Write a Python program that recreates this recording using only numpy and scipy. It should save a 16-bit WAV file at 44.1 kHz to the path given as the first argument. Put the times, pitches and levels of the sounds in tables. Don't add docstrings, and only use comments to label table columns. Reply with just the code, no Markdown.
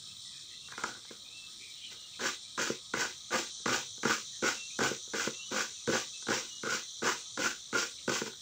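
import sys
import numpy as np
from scipy import signal
from scipy.fft import rfft, irfft, next_fast_len
from scipy.io import wavfile
from scipy.ndimage import uniform_filter1d

SR = 44100
rng = np.random.default_rng(int(sys.argv[2]) if len(sys.argv) > 2 else 0)


def unload_wav(signal):
    wavfile.write(
        sys.argv[1],
        SR,
        np.round(np.clip(np.atleast_2d(signal).T, -1, 1) * 32767).astype(np.int16),
    )


N = 370881

# f/Hz, width/Hz (wider dies faster), relative level/dB
BENCH_TONES = [(127, 33, -7.5), (216.3, 41, -0.5), (360.8, 38, 2), (457.6, 30.4, 2.5), (529, 52, 1)]
# f/Hz, width/Hz, relative level/dB
SHELL_TONES = [(838, 290, -6.5), (1023, 83, -6.5), (1146, 40, -8), (1255, 46, -7), (1438, 99, 0),
               (1628, 113, -2.5), (2090, 170, -9)]
# f/Hz, relative level per Hz/dB
RASP_COLOUR = [(1060, -73), (1800, -9.5), (2280, -3.5), (2540, -2), (2780, -3.5), (3300, -3), (4320, -7.5),
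               (6210, -0.5), (6670, -6), (7440, -3.5), (8140, -17.5), (9840, -29.5), (13000, -33),
               (14800, -25), (15600, -12)]


def undb(db):
    return 10 ** (np.asarray(db) / 20)


def unit(x):
    return x / np.sqrt(np.mean(x ** 2))


def along(s, values):
    return np.interp(np.arange(N) / SR, s, values)


def colour(x, spectrum):
    size = next_fast_len(N)
    hz, db = np.transpose(spectrum)
    log_hz = np.log(np.arange(size // 2 + 1) * SR / size + 1)
    below = np.maximum(np.log(hz[0]) - log_hz, 0)
    above = np.maximum(log_hz - np.log(hz[-1]), 0)
    curve_db = np.interp(log_hz, np.log(hz), db) - 60 * (below + above)
    return unit(irfft(rfft(x, size) * undb(curve_db), size)[:N])


def walk(rate):
    k = int(SR / rate)
    steps = np.repeat(rng.standard_normal(N // k + 1), k)
    return 1.15 * uniform_filter1d(uniform_filter1d(steps, k), k)[:N]


def ring(x, modes, shift_db=0):
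    out = 0
    for k, (hz, width, db) in enumerate(modes):
        r = np.exp(-np.pi * width / SR)
        w = 2 * np.pi * hz / SR
        strike = x * undb(shift_db * walk(14))
        tone = signal.lfilter([0, np.sin(w)], [1, -2 * r * np.cos(w), r * r], strike)
        out = out + (-1) ** k * undb(db) * np.sqrt(width) * tone
    return out


def clicks(rate, spread_db):
    when, sign, size = rng.random(N), rng.standard_normal(N), rng.exponential(size=N)
    return unit((when < rate / SR) * np.sign(sign) * undb(spread_db * size))


def grating():
    # f/Hz, width/Hz, relative level/dB
    blade_tones = [(2054, 33, 4.5), (2350, 220, 3), (3290, 23, -0.5), (4584, 37, -9.5), (5676, 60, 12),
                   (6030, 320, 3), (7360, 117, -20)]
    shell, bench, rasp = np.zeros((3, N))
    for s, *levels in rubs():
        gate = along([s[0] + .004, s[0] + .022, s[-1], s[-1] + .03], [0, 1, 1, 0])
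        shell_db, bench_db, rasp_db = [uniform_filter1d(along(s, db), int(0.057 * SR)) for db in levels]
        shell += gate * undb(shell_db)
        bench += gate * undb(bench_db)
        rasp += gate * undb(rasp_db)
    judder = walk(90)
    catches = clicks(700, 2.2) * undb(1.8 * judder)
    tearing = clicks(5000, 2.0) * undb(1.3 * judder)
    bench_gain, shell_gain = (np.std(ring(catches, m)) for m in (BENCH_TONES, SHELL_TONES))
    bench_ring = ring(catches * bench, BENCH_TONES, 1.9) / bench_gain
    shell_ring = ring(catches * shell, SHELL_TONES, 3.4) / shell_gain
    blade_ring = unit(ring(tearing, blade_tones, 2.7))
    blade = colour(tearing, RASP_COLOUR) + undb(-9.0) * blade_ring
    return undb(-0.12) * (bench_ring + shell_ring) + undb(3.0) * rasp * blade


def rubs():
    # shell ring at full speed/dB, bench ring at landing/dB, rasp at full speed/dB
    strokes = [(2.188, 0.089, 0.091, -31.5, -36.5, -36), (2.572, 0.053, 0.15, -28.5, -39, -34),
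               (2.932, 0.085, 0.13, -31, -34.5, -36.5), (3.302, 0.078, 0.11, -28.5, -37.5, -35),
               (3.653, 0.1, 0.11, -30, -30.5, -35), (4.029, 0.094, 0.11, -30.5, -33.5, -34),
               (4.418, 0.058, 0.13, -29, -27, -34.5), (4.782, 0.071, 0.12, -27, -32, -35.5),
               (5.13, 0.094, 0.12, -34.5, -35.5, -36), (5.499, 0.1, 0.12, -32.5, -30.5, -36.5),
               (5.87, 0.11, 0.093, -34.5, -24, -36), (6.278, 0.067, 0.15, -30, -34, -36.5),
               (6.629, 0.13, 0.094, -37.5, -40.5, -38.5), (7.016, 0.075, 0.13, -29, -29.5, -35.5),
               (7.371, 0.09, 0.11, -31.5, -30, -35.5), (7.723, 0.081, 0.11, -29.5, -33, -34.5),
               (8.073, 0.089, 0.12, -33, -33, -34.5)]
    # shell ring/dB, bench ring/dB, rasp/dB
    handling = [(.72, 0.059, -45.5, -62, -68), (.8, 0.059, -44, -56, -51), (.865, 0.12, -42, -45.5, -47.5),
                (1.124, 0.048, -53.5, -68, -55), (1.922, 0.05, -55, -54.5, -49),
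                (8.278, 0.027, -48, -37.5, -42.5)]
    shell_rise_db, rasp_rise_db = 9, 12.5
    bench_under_shell_db = 9.5
    shell_fall_db, bench_fall_db, rasp_fall_db = 39, 32, 23
    handling_rise_s, handling_rise_db, handling_fall_db = .03, 6, 21
    for s, rise_s, fall_s, shell_db, bench_db, rasp_db in strokes:
        held_db = shell_db - bench_under_shell_db
        yield ([s, s + rise_s, s + rise_s + fall_s],
               [shell_db - shell_rise_db, shell_db, shell_db - shell_fall_db],
               [bench_db, held_db, held_db - bench_fall_db],
               [rasp_db - rasp_rise_db, rasp_db, rasp_db - rasp_fall_db])
    for s, fade_s, *levels in handling:
        yield ([s - handling_rise_s, s, s + fade_s],
               *([db - handling_rise_db, db, db - handling_fall_db] for db in levels))


def knocks():
    # t/s, relative level/dB, hardness (extra for shell and crack)/dB
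    bumps = [(0.681, -47, 10.5), (0.718, -42.5, 15), (0.775, -27, 6), (0.834, -23, 8), (1.046, -56, 14),
             (1.104, -27, -7.5), (2.189, -34, 3.5), (2.209, -41, -19), (2.574, -25, 7.5), (2.61, -22, -16),
             (2.696, -11.5, -13.5), (2.934, -15.5, 0), (3.019, -24, -10), (3.303, -31, 2.5),
             (3.347, -19, -20), (3.655, -13, 1), (3.676, -18.5, 3), (3.595, -43, -7), (3.974, -37, -8),
             (4.029, -21.5, 3.5), (4.049, -10, -3), (4.095, -23, -8), (4.421, -13, -10), (4.441, -22, -20),
             (4.786, -15, -1), (4.809, -14.5, -4), (4.839, -20, -2), (4.874, -33, -3), (4.908, -13.5, -28),
             (5.071, -38, -13), (5.132, -19.5, -1.5), (5.268, -11.5, -10.5), (5.512, -23, -25),
             (5.871, -14, -5.5), (6.22, -46.5, 9), (6.265, -30, 5), (6.282, -14, -2.5), (6.3, -15, -11),
             (6.315, -19.5, -6), (6.63, -20, -2.5), (6.649, -27, -2), (6.667, -20, -1.5),
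             (6.741, -25.5, 3.5), (7.016, -22.5, -3), (7.024, -26, 0), (7.371, -25, 5.5),
             (7.725, -18.5, -3), (8.075, -12, -6), (8.091, -15, -2), (8.212, -14, -7.5), (8.258, -26, -2),
             (8.272, -26, -4), (8.33, -49, 9)]
    soft, hard = np.zeros((2, N))
    for s, db, hard_db in bumps:
        i = int((s + .003) * SR)
        soft[i] += undb(db)
        hard[i] += undb(db + hard_db)
    push = signal.windows.hann(int(0.0014 * SR))
    tap = signal.windows.hann(int(.0004 * SR))
    crack_fade = signal.lfilter([1], [1, -np.exp(-1 / (0.0041 * SR))], hard)
    crack_colour = [p for p in RASP_COLOUR if p[0] < 9000]
    crack = crack_fade * colour(rng.standard_normal(N), crack_colour)
    bench = ring(np.convolve(soft, push / push.sum())[:N], BENCH_TONES, 1.4)
    chatter_shape = np.convolve(hard, signal.windows.hann(int(0.0051 * SR)))[:N]
    chatter = chatter_shape * clicks(2500, .8)
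    blows = undb(-5.5) * hard + undb(-27.0) * chatter
    shell = ring(np.convolve(blows, tap / tap.sum())[:N], SHELL_TONES, 1.8)
    return undb(-31) * bench + undb(-23.5) * shell + undb(-18) * crack


def cicadas():
    # low chorus/dB, high chorus/dB, near singers/dB
    chorus = [(0.0, -48, -58.5, -56), (0.65, -48, -58, -52.5), (1.4, -48.5, -59.5, -55),
              (2.9, -47.5, -57.5, -53), (3.49, -46, -56, -44.5), (5.29, -47.5, -57, -43.5),
              (6.39, -46.5, -56.5, -44.5), (7.45, -49, -58.5, -46.5), (8.41, -48.5, -58, -51.5)]
    # f/Hz, relative level per Hz/dB
    low_colour = [(2900, -44), (3090, -1), (3490, 3), (4000, 6.5), (4400, -2), (4770, -34)]
    # f/Hz, relative level per Hz/dB
    high_colour = [(4700, 1), (4900, -10), (5290, 4), (5500, 1.5), (5780, -5), (6300, -11), (6620, -24.5),
                   (6980, 1.5), (7500, -6.5), (8500, -2.5), (9300, -12.5), (9900, -73)]
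    # f/Hz, width/Hz, relative level/dB
    singer_tones = [(5826, 160, -2.5), (6080, 44, -5), (6330, 55, -5.5), (7020, 190, -6.5)]
    s, low_db, high_db, near_db = np.transpose(chorus)
    low_level = undb(along(s, low_db) + 0.96 * walk(6) + 0.71 * walk(50))
    low = colour(clicks(1500, 0.37), low_colour) * low_level
    high_level = undb(along(s, high_db) + 1.4 * walk(5.4) + 1.24 * walk(40))
    high = colour(clicks(4000, 0.37), high_colour) * high_level
    near_level = undb(along(s, near_db) + 0.3 * walk(5.1))
    near = unit(ring(clicks(2500, 0.85), singer_tones)) * near_level
    return undb(-2.5) * low + undb(3.0) * high + undb(-4.5) * near


def birds():
    # start t/s, end t/s, first f/Hz, last f/Hz (both before wavering),
    # relative level/dB, roughness (0 is a clean whistle)
    whistles = [(0.058, 0.135, 2550, 2680, -63, 0.5), (0.248, 0.307, 2020, 1926, -58, 0.5),
                (0.297, 0.485, 2490, 2504, -62, 0.55), (0.493, 0.695, 2656, 2750, -61.5, 0.42),
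                (.5, 0.548, 1950, 1990, -58.5, 0.54), (.31, .46, 1840, 1675, -66, 0.84),
                (0.717, .8, 2460, 2420, -64, .36), (1.564, 1.74, 2490, 2275, -63.5, 0.83),
                (2.122, 2.18, 2600, 2500, -67, 0.74), (2.424, 2.556, 2340, 2460, -66, .5),
                (1.061, 1.13, 2050, 2280, -63, 0.72), (1.24, 1.343, 2450, 2640, -59, 0.43),
                (1.315, 1.513, 2670, 2640, -54, 0.24), (1.746, 1.92, 3150, 2950, -51, 0.76),
                (1.79, 1.93, 2380, 2440, -62, 0.68), (1.934, 2.105, 2895, 2860, -61.5, 0.38),
                (4.32, 4.388, 1800, 1870, -58, 0.82), (4.556, 4.657, 2703, 2713, -43, 0),
                (4.696, 4.738, 2497, 2600, -56, .5), (5.33, 5.43, 2683, 2760, -46, 0.2),
                (5.375, 5.527, 2960, 3013, -52.5, 0.49), (5.73, 5.826, 2690, 2540, -60, 0.7),
                (6.128, 6.197, 2670, 2600, -53, 0.4), (6.438, 6.498, 3080, 2910, -57, 0.5),
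                (6.493, 6.605, 2893, 2900, -54, .2), (7.93, 8.043, 2810, 2870, -61, 1.2)]
    out, waver, flutter = np.zeros(N), walk(700), walk(45)
    for start, end, first_hz, last_hz, db, rough in whistles:
        i = np.arange(int(start * SR), int(end * SR))
        glide_hz = np.linspace(first_hz, last_hz, len(i))
        hz = glide_hz * (1 + 0.11 * rough ** 2 * waver[i])
        fade_db = np.linspace(0, 7, len(i))
        level = undb(db + 9.4 * rough * flutter[i] - fade_db)
        shape = signal.windows.tukey(len(i), .5) * level
        out[i] += np.sqrt(2) * shape * np.sin(2 * np.pi * np.cumsum(hz) / SR)
    return out


def background():
    # f/Hz, relative level per Hz/dB
    background_colour = [(25, 14), (60, 7.5), (130, 1), (300, -9), (900, -16.5), (1200, -9), (1270, -1),
                         (1340, -16), (2600, -11.5), (9500, -19), (10200, -37), (10850, -22), (11500, -30),
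                         (12300, -25.5), (13300, -33), (15300, -14.5)]
    size = next_fast_len(N)
    hz = np.arange(size // 2 + 1) * SR / size
    half_octave = 2 * np.log2(hz / 25 + 1e-9)
    whole = rfft(colour(rng.standard_normal(N), background_colour), size)
    out = 0
    for k in range(20):
        share = np.clip(1 - np.abs(half_octave - k), 0, 1)
        out = out + irfft(whole * share, size)[:N] * undb(3.5 * walk(9))
    return undb(-60.5) * out


def scene():
    near, far = grating() + knocks(), birds()
    t = np.arange(int(.25 * SR)) / SR
    fade = np.exp(-np.log(1000) * t / 0.17)
    tail = unit(rng.standard_normal(len(t)) * fade) / np.sqrt(len(t))
    echo = signal.fftconvolve(undb(-7.5) * near + undb(2.5) * far, tail)[:N]
    return (near + far + echo + cicadas() + background())[None]


def record(dry):
    bass_hz, top_hz = 95., 15500
    thin = signal.sosfilt(signal.butter(3, bass_hz, "high", fs=SR, output="sos"), dry)
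    return signal.sosfilt(signal.ellip(10, .2, 80, top_hz, fs=SR, output="sos"), thin)


dry = scene()
out = record(dry)
unload_wav(out)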